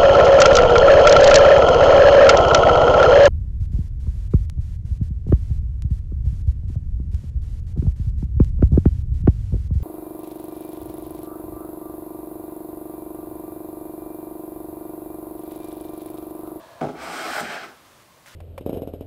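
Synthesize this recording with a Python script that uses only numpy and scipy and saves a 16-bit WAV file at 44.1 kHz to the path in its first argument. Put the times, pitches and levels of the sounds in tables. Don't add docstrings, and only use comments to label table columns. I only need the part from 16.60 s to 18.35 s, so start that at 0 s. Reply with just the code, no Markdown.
import sys
import numpy as np
from scipy import signal
from scipy.fft import rfft, irfft, next_fast_len
from scipy.io import wavfile
from scipy.ndimage import map_coordinates

SR = 44100
rng = np.random.default_rng(int(sys.argv[2]) if len(sys.argv) > 2 else 0)


def int16_out(signal):
    q = np.round(np.clip(np.atleast_2d(signal).T, -1, 1) * 32767)
    wavfile.write(sys.argv[1], SR, q.astype(np.int16))


N = 77175


def amp(db):
    return 10 ** (np.asarray(db) / 20)


def unit(x):
    return x / np.sqrt(np.mean(x ** 2) + 1e-20)


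def along(points, hz):
    point_hz, value = np.transpose(points)
    return np.interp(np.log(hz + 1), np.log(point_hz + 1), value)


def filtered(x, response):
    size = next_fast_len(N + SR // 2)
    spectrum = rfft(x, size) * response(np.fft.rfftfreq(size, 1 / SR))
    return irfft(spectrum, size)[..., :N]


def wobble(rate):
    knots = rng.standard_normal(int(N * rate / SR) + 4)
    return map_coordinates(knots, [np.arange(N) * rate / SR])


def band(f, lo_hz, hi_hz, order=6):
    low_edge = 1 + (lo_hz / (f + 1)) ** (2 * order)
    high_edge = 1 + (f / hi_hz) ** (2 * order)
    return 1 / np.sqrt(low_edge * high_edge)


def gains(rows):
    s, *columns = np.transpose(rows)
    t = np.arange(N) / SR
    on = np.clip(np.minimum(t - s[0], s[-1] - t) / 0.022, 0, 1)
    return [on * amp(np.interp(t, s, levels_db)) for levels_db in columns]


# start_s, body_db, hum_db, lower_rasp_db, rasp_db, upper_rasp_db
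CUT_LEVELS = [(0.33, -37, -51, -51.5, -80, -60), (0.42, -50.5, -43.5, -41, -47.5, -44),
              (0.496, -42.5, -43.5, -37.5, -64, -44.5), (0.586, -46, -44.5, -42.5, -41, -42),
              (0.608, -35, -55.5, -35, -41.5, -40), (0.632, -58, -39, -38, -48, -46),
              (0.66, -38.5, -44, -36, -49, -38), (0.698, -42, -37, -36.5, -38.5, -42),
              (0.724, -43, -48, -40, -35.5, -36.5), (0.79, -75, -28.5, -34.5, -29.5, -44.5),
              (0.806, -56, -31, -42, -29.5, -40), (0.826, -36, -54, -41, -43, -49),
              (0.846, -36.5, -45, -49, -41, -39), (0.876, -51, -43.5, -51, -37, -38),
              (0.902, -50, -41.5, -46.5, -37.5, -36.5), (0.934, -45, -40.5, -46, -36, -36.5),
              (0.96, -45.5, -38, -48, -35.5, -38), (1.012, -56, -46, -61, -41, -50.5),
              (1.044, -44.5, -49.5, -36.5, -55, -40), (1.072, -49.5, -55, -53, -64, -65),
              (1.108, -57, -62, -50.5, -77, -62), (1.16, -64, -67, -61, -70, -73)]
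# start_s, lower_treble_db, treble_db, top_db
SHAVING_LEVELS = [(.34, -66, -75, -78), (.41, -50, -58, -67), (.435, -49, -52, -59), (.47, -47, -53, -61),
                  (.61, -43, -49, -56), (.67, -40, -49, -54), (.73, -39, -48, -51), (.795, -40, -45, -48),
                  (.806, -39, -41, -45), (.82, -44, -49, -56), (.87, -47, -54, -63), (.945, -43, -53, -61),
                  (1.01, -50, -63, -70), (1.045, -50, -60, -65), (1.065, -57, -66, -74),
                  (1.13, -64, -74, -80)]
BODY_TOP_HZ, HUM_TOP_HZ, SPLIT_HZ, RASP_TOP_HZ = 463, 958, 1750, 1890
TREBLE_HZ, TOP_SPLIT_HZ = 6600, 10140
UNEVEN_DB = .6


def cut():
    rub = friction() * amp(UNEVEN_DB * wobble(23.55))
    parts = [
        (board, 170, BODY_TOP_HZ),
        (board, BODY_TOP_HZ, HUM_TOP_HZ),
        (board, HUM_TOP_HZ, SPLIT_HZ),
        (board, SPLIT_HZ, RASP_TOP_HZ),
        (rasp, RASP_TOP_HZ, 2900),
        (rasp, 2900, TREBLE_HZ),
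        (hiss, TREBLE_HZ, TOP_SPLIT_HZ),
        (hiss, TOP_SPLIT_HZ, 20000)]
    total = np.zeros(N)
    for gain, (colour, lo, hi) in zip(gains(CUT_LEVELS) + gains(SHAVING_LEVELS), parts):
        total += gain * unit(filtered(rub, lambda f: colour(f) * band(f, lo, hi)))
    return total


BITES_PER_S, BITE_SPREAD_DB = 5000, 2
SMOOTH_SHARE = .7


def friction():
    torn = rng.random(N) < BITES_PER_S / SR
    bites = torn * rng.standard_normal(N) * amp(BITE_SPREAD_DB * rng.standard_normal(N))
    smooth = rng.standard_normal(N)
    return np.sqrt(SMOOTH_SHARE) * smooth + np.sqrt(1 - SMOOTH_SHARE) * unit(bites)


# pitch_hz, width_hz, level_db (relative)
BOARD_MODES = [(64.3, 6.8, -49), (147.3, 24.5, -3.5), (265.2, 28.8, 0), (334, 46, -3), (401.5, 43, -3),
               (507, 48, -5.5), (581, 72, -3.5), (674.5, 91, 0.5), (768.6, 42.6, 1), (834, 50, -3.5),
               (1166, 205, -11), (1325, 34.4, -5), (1405, 35, -8.5), (1525, 137, -9.5), (1712, 150, -17),
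               (2182, 250, -13)]


def board(f):
    total = 0
    for k, (centre, width, db) in enumerate(BOARD_MODES):
        mode = 1j * f * width / (centre * centre - f * f + 1j * f * width)
        total = total + (-1) ** k * amp(db) * mode
    return total


# pitch_hz, width_hz, lift_db (negative is a dip)
PLANE_MODES = [(2178, 140, 4.5), (3176, 90, 5.5), (3850, 99, 2.5), (4110, 130, 3), (4400, 150, 2),
               (5150, 78, 6), (7320, 86, 5), (8000, 100, -8), (8360, 120, 3.5)]


def plane(f):
    return amp(sum(db / (1 + (2 * (f - centre) / width) ** 2) for centre, width, db in PLANE_MODES))


# pitch_hz, level_db (relative)
RASP_COLOUR = [(1000, -11), (1700, -4), (1950, 1), (2170, 4), (2730, -7), (3200, -9), (3650, -11.5),
               (5020, -10.5), (6680, -17.5), (7000, -17), (9100, -63), (15400, -120)]


def rasp(f):
    return amp(along(RASP_COLOUR, f)) * plane(f)


# pitch_hz, level_db (relative)
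HISS_COLOUR = [(3530, -10), (6000, -3.5), (6710, -11), (7780, 1), (8700, -2.5), (10100, -10.5),
               (12700, -4.5), (14100, -7), (15600, -8.5)]


def hiss(f):
    return amp(along(HISS_COLOUR, f)) * plane(f)


# start_s, level_db (before the two offsets below), softness_hz (cut-off)
KNOCK_BLOWS = [(.210, -16, 1860), (.214, -12.5, 985), (0.22, -32, 694), (.226, -16, 880), (.234, -17, 880),
               (.239, -17, 695), (0.248, -15.5, 800), (.267, -19, 690), (0.286, -21, 890),
               (.293, -22.5, 880), (.298, -27, 700), (.765, -27.5, 1000), (0.808, -24, 600)]
KNOCK_DB, CRACK_DB = 12, -22.5
CRACK_S = 0.036


def knocks():
    push, crack = np.zeros(N), np.zeros(N)
    t = np.arange(SR // 20) / SR
    for s, db, hz in KNOCK_BLOWS:
        start = round(s * SR)
        u = 2 * np.pi * hz * t
        push[start:][:len(t)] += amp(db + KNOCK_DB) * u * np.exp(1 - u)
        fall = amp(db + CRACK_DB - 60 * t / CRACK_S)
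        crack[start:][:len(t)] += fall * rng.standard_normal(len(t))
    return filtered(push, board) + filtered(crack, lambda f: band(f, 810, 4100, order=2))


# start_s, end_s, level_db
SLIDE_SPANS = [(-.05, 0.213, -48.5), (.215, 0.325, -56), (1.042, 1.438, -59), (1.657, 1.8, -50.5)]
# back, just after landing, faint rub after the stroke, touching down again
# pitch_hz, level_db (relative)
BACK_COLOUR = [(71, -49), (120, -11), (230, -17), (286, -3), (417, -12.5), (680, 4), (785, -12), (908, -1),
               (1480, -13.5), (1680, -8), (2080, -22.5), (4210, -19), (9000, -73), (11700, -70),
               (19800, -120)]
SCUFF_COLOUR = [(1000, -21), (2200, 2), (3000, 3), (5500, -5), (9000, -16), (14000, -24)]
RUSTLE_COLOUR = [(180, -36), (300, 5), (639, -14), (701, -3), (1050, -3.5), (1260, 0.5), (2490, -7.5),
                 (12000, -17.5), (15600, -48), (22000, -120)]
TOUCH_COLOUR = [(350, -30), (600, -2), (751, -27), (834, -9), (1430, -3.5), (1740, -5.5), (3750, -9.5),
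                (4060, -9), (14000, -21.5)]
SLIDE_EDGE_S = 0.005


def slides():
    t = np.arange(N) / SR
    total = np.zeros(N)
    colours = (BACK_COLOUR, SCUFF_COLOUR, RUSTLE_COLOUR, TOUCH_COLOUR)
    for (start, end, db), colour in zip(SLIDE_SPANS, colours):
        rub = unit(filtered(friction(), lambda f: amp(along(colour, f))))
        fade = np.clip(np.minimum(t - start, end - t) / SLIDE_EDGE_S, 0, 1)
        total += fade * amp(db + wobble(30.83)) * rub
    return total


# start_s, level_db (of the sine at its start), pitch_hz
TICK_CONTACTS = [(1.6608, -35, 1900), (1.666, -43, 8240), (1.6768, -35, 2200), (1.6832, -34, 1300)]
TICK_S, TICK_NOISE = .006, .3


def ticks():
    total, t = np.zeros(N), np.arange(SR // 50) / SR
    for s, db, hz in TICK_CONTACTS:
        ring = np.sin(2 * np.pi * hz * t) + TICK_NOISE * rng.standard_normal(len(t))
        total[round(s * SR):][:len(t)] += amp(db - 60 * t / TICK_S) * ring
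    return total


# start_s, level_db (envelope peak), pitch_hz, rise_s
THUD_SWINGS = [(.23, -52, 67, .025), (.36, -53.5, 66.5, 0.034), (0.482, -62, 68, 0.026),
               (.69, -54, 69, 0.015), (.815, -52, 71, .015), (.815, -39.5, 154, 0.016),
               (.826, -32, 243.4, .011), (.89, -34.5, 243, 0.0056)]


def thuds():
    total, t = np.zeros(N), np.arange(SR // 4) / SR
    for s, db, hz, rise in THUD_SWINGS:
        swell = t / rise * np.exp(1 - t / rise)
        total[round(s * SR):][:len(t)] += amp(db) * swell * np.sin(2 * np.pi * hz * t)
    return total


# pitch_hz, t60_s
ROOM_DECAY = [(150, 0.37), (1000, 0.35), (4000, 0.34), (12000, 0.04)]
ROOM_DB = -11.5


def room(x):
    out, step = np.zeros(N), SR // 4
    for a in range(0, N, step):
        hz, t, z = signal.stft(rng.standard_normal(SR // 2), SR, nperseg=256)
        decay = amp(-60 * t / along(ROOM_DECAY, hz)[:, None])
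        tail = signal.istft(z * decay, SR, nperseg=256)[1]
        late_tail = np.pad(tail, (300, 0))
        wet = signal.fftconvolve(x[a:a + step], late_tail / np.linalg.norm(tail))
        out[a:a + len(wet)] += wet[:N - a]
    return out


# pitch_hz, level_db (relative)
AIR_COLOUR = [(15, -47), (25, -17), (122, -2.5), (169, -6.5), (282, -10.5), (314, -6), (390, -10),
              (584, -6.5), (829, -10.5), (1080, -4), (1240, -11.5), (1500, -13), (15600, -24.5)]
AIR_DB = -54


def air():
    noise = filtered(rng.standard_normal(N), lambda f: amp(along(AIR_COLOUR, f)))
    return amp(AIR_DB) * unit(noise)


def scene():
    near = cut() + knocks() + slides() + ticks() + thuds()
    return (near + amp(ROOM_DB) * room(near) + air())[None]


TOP_HZ = 15720


def record(dry):
    return filtered(dry, lambda hz: hz < TOP_HZ)


dry = scene()
out = record(dry)
int16_out(out)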